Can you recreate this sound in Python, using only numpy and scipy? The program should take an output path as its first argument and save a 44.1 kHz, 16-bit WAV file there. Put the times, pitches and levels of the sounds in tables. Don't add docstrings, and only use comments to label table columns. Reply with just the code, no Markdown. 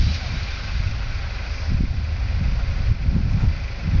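import sys
import numpy as np
from scipy import signal
from scipy.fft import rfft, irfft, next_fast_len
from scipy.io import wavfile
from scipy.ndimage import uniform_filter1d, map_coordinates

SR = 44100
rng = np.random.default_rng(int(sys.argv[2]) if len(sys.argv) > 2 else 0)


def to_wav(s):
    ch = np.atleast_2d(s).T
    pcm = np.round(np.clip(ch, -1, 1) * 32767)
    wavfile.write(sys.argv[1], SR, pcm.astype(np.int16))


N = 176400


def amp(db):
    return 10 ** (np.asarray(db) / 20)


def unit(x):
    return x / np.sqrt(np.mean(x ** 2) + 1e-20)


def curve(rows):
    return np.interp(np.arange(N) / SR, *np.transpose(rows))


def wobble(rate_hz):
    knots = rng.standard_normal(int(N * rate_hz / SR) + 4)
    return map_coordinates(knots, [np.arange(N) * rate_hz / SR])


def filtered(x, response):
    size = next_fast_len(N + SR // 2)
    return irfft(rfft(x, size) * response(np.fft.rfftfreq(size, 1 / SR)), size)[:N]


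def noise(colour):
    hz, db = np.transpose(colour)
    white = rng.standard_normal(N)
    return unit(filtered(white, lambda f: amp(np.interp(np.log(f + 1), np.log(hz + 1), db))))


def ring(x, modes):
    def response(f):
        return sum(amp(db) * 1j * f * width / (hz * hz - f * f + 1j * f * width)
                   for hz, width, db in modes)
    return unit(filtered(x, response))


def bursts(times, sizes_db, rise_s, fall_s):
    hits = np.bincount(np.clip(times * SR, 0, N - 1).astype(int), amp(sizes_db), N)
    t = np.arange(SR // 8) / SR
    shape = (1 - np.exp(-t / rise_s)) * np.exp(-t / fall_s)
    return unit(signal.fftconvolve(hits, shape)[:N])


def swell(centre_s, half_length_s, peak_db):
    return amp(peak_db) * np.exp(-((np.arange(N) / SR - centre_s) / half_length_s) ** 2)


def beats(firings, per_firing):
    return np.flatnonzero(np.diff(np.floor(firings * per_firing))) / SR


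def exhaust(firings):
    # harmonic_number, rms_db
    harmonics = [(1, -41.5), (2, -34), (3, -35.5), (4, -44), (5, -50), (7, -57.5), (10, -57)]
    throb = np.zeros(N)
    for number, db in harmonics:
        peak = np.sqrt(2) * amp(db + 2.2 * wobble(3.83))
        throb += peak * np.sin(2 * np.pi * (number * firings + rng.random()))
    return throb


def clatter(firings):
    cylinders = [0.63, 0.49, -0.72, -0.37]
    # centre_hz, bandwidth_hz, gain_db
    block_modes = [(1630, 130, -4.5), (2260, 110, -1), (2570, 100, -1), (4670, 220, -8)]
    scatter_db, jitter_s = 1.8, 0.0011
    times = beats(firings, per_firing=1)
    sizes_db = np.resize(cylinders, len(times)) + rng.normal(0, scatter_db, len(times))
    times = times + rng.normal(0, jitter_s, len(times))
    blows = bursts(times, sizes_db, rise_s=0.0042, fall_s=0.009) * rng.standard_normal(N)
    knocks = amp(-51.5) * ring(blows, block_modes)
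    return knocks + chinks(times, sizes_db) + ticks(firings)


def chinks(times, sizes_db):
    # pitch_hz, delay_s, level_db
    parts = [(2505, 0.0053, -53.5), (2386, 0.0049, -54.5), (2050, .009, -55.5), (1420, .02, -60)]
    out = np.zeros(N)
    for hz, delay_s, db in parts:
        pitch_hz = hz + 45 * wobble(300)
        tone = np.sqrt(2) * np.sin(2 * np.pi * np.cumsum(pitch_hz) / SR)
        out += amp(db) * bursts(times + delay_s, sizes_db, rise_s=0.006, fall_s=0.008) * tone
    return out


def ticks(firings):
    # frequency_hz, density_db
    colour = [(300, -37.5), (700, 1.5), (1500, 6.5), (3000, -7), (4700, 1), (6000, -13.5), (7000, -39.5)]
    scatter_db, jitter_s = 3, 0.002
    times = beats(firings + 0.5, per_firing=3)
    sizes_db = rng.normal(0, scatter_db, len(times))
    times = times + rng.normal(0, jitter_s, len(times))
    return amp(-52.5) * bursts(times, sizes_db, rise_s=0.00043, fall_s=0.0048) * noise(colour)


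def engine_bay():
    # frequency_hz, density_db
    whirr_colour = [(60, -4.5), (250, 1.5), (430, 0.5), (650, 3), (900, -2.5), (1070, 0), (1200, -3.5),
                    (1420, 0), (1750, 0), (2400, -1.5), (3000, -7.5), (4000, -7.5), (4700, -5.5),
                    (5600, -10.5), (6200, -17), (6900, -40)]
    whine_pitches = [544, 555, 2051]
    whine_levels = [-56.5, -58, -61]
    wander_hz, waver_db, growth_db_per_s = 7, 2.5, 1.5
    whines = np.zeros(N)
    for hz, db in zip(whine_pitches, whine_levels):
        cycles = np.cumsum(hz + wander_hz * wobble(40)) / SR
        whines += amp(db + waver_db * wobble(24)) * np.sqrt(2) * np.sin(2 * np.pi * cycles)
    growth = unit(amp(growth_db_per_s * np.arange(N) / SR))
    whirr = amp(-40.5 + 0.2 * wobble(12)) * noise(whirr_colour)
    return whirr + growth * whines


def wood(x):
    t60_s, tail_db = 0.3, -11.5
    t = np.arange(SR // 2) / SR
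    tail = rng.standard_normal(len(t)) * amp(-60 * t / t60_s)
    return x + amp(tail_db) * signal.fftconvolve(x, tail / np.linalg.norm(tail))[:N]


def hiss():
    # time_s, level_db
    hiss_level = [(0, -34.5), (.09, -39.5), (.145, -34.5), (.21, -41), (.32, -39.5), (.54, -41),
                  (.75, -42.5), (1.05, -48), (1.35, -46.5), (1.65, -53), (1.8, -52.5), (2.5, -53),
                  (3.3, -61.5), (3.97, -60)]
    # frequency_hz, density_db
    hiss_colour = [(900, -23.5), (2000, 0), (3000, -1.5), (3700, -1.5), (4200, 2), (4700, -5.5),
                   (5500, -2.5), (6100, -12), (6900, -21)]
    # centre_hz, bandwidth_hz, gain_db
    hiss_modes = [(3650, 31, -6), (3790, 26, -0.5), (4640, 91, 2.5), (4770, 89, -1)]
    # time_s, level_db
    rasp_level = [(0, -48), (.15, -43), (.22, -45.5), (.35, -44), (.65, -41.5), (.95, -47.5), (1.45, -44),
                  (1.66, -50.5), (1.85, -62.5), (3.97, -59)]
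    # frequency_hz, density_db
    rasp_colour = [(300, -18.5), (700, -9.5), (1000, -5), (1350, 2), (1580, 3.5), (1800, -7.5), (2200, 1.5),
                   (2600, -3), (3000, -12), (5000, -30.5)]
    hiss_rough_db, rasp_rough_db = 1, 2.5
    top = noise(hiss_colour) + amp(-6.5) * ring(rng.standard_normal(N), hiss_modes)
    rasp = amp(curve(rasp_level) + rasp_rough_db * wobble(55)) * noise(rasp_colour)
    return amp(curve(hiss_level) + hiss_rough_db * wobble(70)) * top + rasp


def eddies(colour):
    pressure = noise(colour)
    power = np.abs(uniform_filter1d(np.abs(signal.hilbert(pressure)) ** 2, size=2600))
    return unit(pressure / (power + 0.01) ** 0.25)


def wind():
    # time_s, level_db
    rumble_level = [(0.0, -13), (0.21, -34), (.42, -27.5), (0.62, -33.5), (0.86, -21.5), (0.98, -27.5),
                    (1.12, -25), (1.38, -34), (1.66, -28.5), (1.7, -21.5), (1.87, -22.5), (1.99, -27),
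                    (2.42, -22), (2.85, -24.5), (2.9, -17), (2.98, -31.5), (3.09, -25), (3.3, -24.5),
                    (3.48, -20.5), (3.53, -26.5), (3.83, -34.5), (3.95, -19), (4, -13)]
    # frequency_hz, density_db
    rumble_colour = [(5, -19), (14, -10.5), (25, -1.5), (45, -4), (75, -2), (100, -8), (125, -14.5),
                     (160, -33), (400, -57), (1000, -100)]
    # time_s, level_db
    flutter_level = [(0, -29), (.1, -27.5), (.2, -43.5), (.32, -30), (.5, -48.5), (.7, -39), (.82, -42),
                     (.93, -33.5), (1.03, -40), (1.14, -40.5), (1.42, -40), (1.55, -40), (1.66, -42.5),
                     (1.7, -23), (1.745, -26), (1.78, -31), (1.83, -19.5), (1.92, -35), (1.97, -27),
                     (2.05, -41.5), (2.15, -31.5), (2.25, -39.5), (2.42, -28), (2.66, -40), (2.81, -29.5),
                     (2.92, -25.5), (2.99, -36.5), (3.06, -21.5), (3.18, -22), (3.45, -25.5), (3.55, -34),
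                     (3.72, -48), (3.85, -27), (3.96, -19.5)]
    # frequency_hz, density_db
    flutter_colour = [(40, -23.5), (80, 1), (110, 1), (170, -1), (230, -10), (300, -19), (400, -31.5),
                      (500, -33.5), (1200, -45), (4000, -90)]
    rumble_gain_db, flutter_gain_db, lumps_db = 1.5, -1.62, 3
    lumpy = unit(amp(lumps_db * wobble(45)) * eddies(flutter_colour))
    flutter = amp(flutter_gain_db + curve(flutter_level)) * lumpy
    rumble = amp(rumble_gain_db + curve(rumble_level)) * eddies(rumble_colour)
    return rumble + flutter


def slaps():
    # centre_s, peak_db, width_s
    strikes = [(0.035, -17, 0.0015), (.326, -19.5, 0.0018), (0.804, -20, 0.002), (1.721, -20.5, 0.0011),
               (1.746, -16, 0.0015), (1.809, -14, 0.0012), (1.837, -16.5, 0.0011), (1.966, -24.5, .0015),
               (2.413, -14, .0018), (2.522, -17.5, 0.0018), (2.915, -9.5, .0025), (3.088, -9, .0027),
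               (3.165, -14.5, 0.0013), (3.192, -18, 0.0017), (3.259, -19, 0.0014), (3.346, -14.5, 0.002),
               (3.439, -14.5, 0.0014), (3.477, -11, .0033), (3.883, -19, .0018), (3.94, -12, 0.0018)]
    out = np.zeros(N)
    for centre_s, db, width_s in strikes:
        u = (np.arange(N) / SR - centre_s) / width_s
        lean = rng.normal(0, 0.57)
        odd, even = np.sqrt(np.e) * u, 1 - u * u
        out += amp(db) * (np.cos(lean) * odd + np.sin(lean) * even) * np.exp(-u * u / 2)
    return out


def squeaks():
    # centre_s, pitch_hz, length_s, peak_db
    chirps = [(.095, 3950, 0.051, -36.5), (0.161, 2430, 0.032, -38.5), (0.241, 722, 0.083, -40),
              (.305, 2364, .055, -37), (0.381, 3890, 0.033, -40), (0.489, 2400, .035, -37),
              (0.538, 3620, .04, -40), (0.543, 2420, .03, -38), (0.695, 2610, .035, -39),
              (0.824, 2170, .03, -43), (0.864, 1480, .035, -42), (0.878, 2610, 0.019, -43),
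              (1.105, 1520, .035, -52), (1.185, 2400, 0.042, -46), (1.334, 4030, 0.033, -46),
              (2.607, 1377, 0.028, -38)]
    sag_hz_per_s, rough_hz = 1500, 39.7
    t = np.arange(N) / SR
    out = np.zeros(N)
    for centre_s, hz, length_s, db in chirps:
        pitch_hz = hz - sag_hz_per_s * (t - centre_s) + rough_hz * wobble(400)
        out += swell(centre_s, length_s / 2, db) * np.sin(2 * np.pi * np.cumsum(pitch_hz) / SR)
    return out


def spurt():
    # frequency_hz, density_db
    colour = [(2500, -28), (4300, -7), (5000, 4), (5500, -4), (6100, -7.5), (6900, -25)]
    envelope = swell(centre_s=1.583, half_length_s=0.14, peak_db=-45.5)
    return envelope * amp(wobble(40)) * noise(colour)


def crackles():
    # centre_s, half_length_s, peak_db
    swells = [(1.47, 0.028, -49), (2.598, 0.021, -46), (2.766, 0.039, -47), (3.167, 0.018, -47),
              (3.317, 0.018, -42), (3.422, 0.056, -43)]
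    # frequency_hz, density_db
    colour = [(250, -9.5), (450, -6.5), (800, 3), (1150, -2.5), (1600, -9), (2600, -11), (5000, -20)]
    grains = unit(amp(2.4 * wobble(300)) * noise(colour))
    return sum(swell(*row) for row in swells) * grains


def scene():
    # time_s, firing_rate_hz
    idle_speed = [(0, 25.3), (1, 25.4), (1.8, 25.8), (2.4, 25.45), (3.1, 25.95), (3.5, 25.85), (4, 26.05)]
    gain_dips = [(0, 0.5), (.6, 0), (1.1, 0), (1.68, 1), (1.84, -4), (2.1, -1), (2.35, 0), (2.88, 0.55),
                 (2.94, -3.5), (3.06, -1.5), (3.15, -2.5), (3.35, -1), (3.97, 1)]
    firings = np.cumsum(curve(idle_speed) + 0.073 * wobble(6)) / SR
    engine = amp(curve(gain_dips)) * wood(clatter(firings) + engine_bay())
    mix = exhaust(firings) + engine + hiss() + wind() + slaps() + squeaks() + spurt() + crackles()
    return mix[None]


def record(dry):
    ceiling, cutoff_hz = 0.4, 6800
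    rounded = dry[0] / (1 + np.abs(dry[0] / ceiling) ** 6) ** (1 / 6)
    return filtered(rounded, lambda hz: 1 / np.sqrt(1 + (hz / cutoff_hz) ** 80))[None]


dry = scene()
out = record(dry)
to_wav(out)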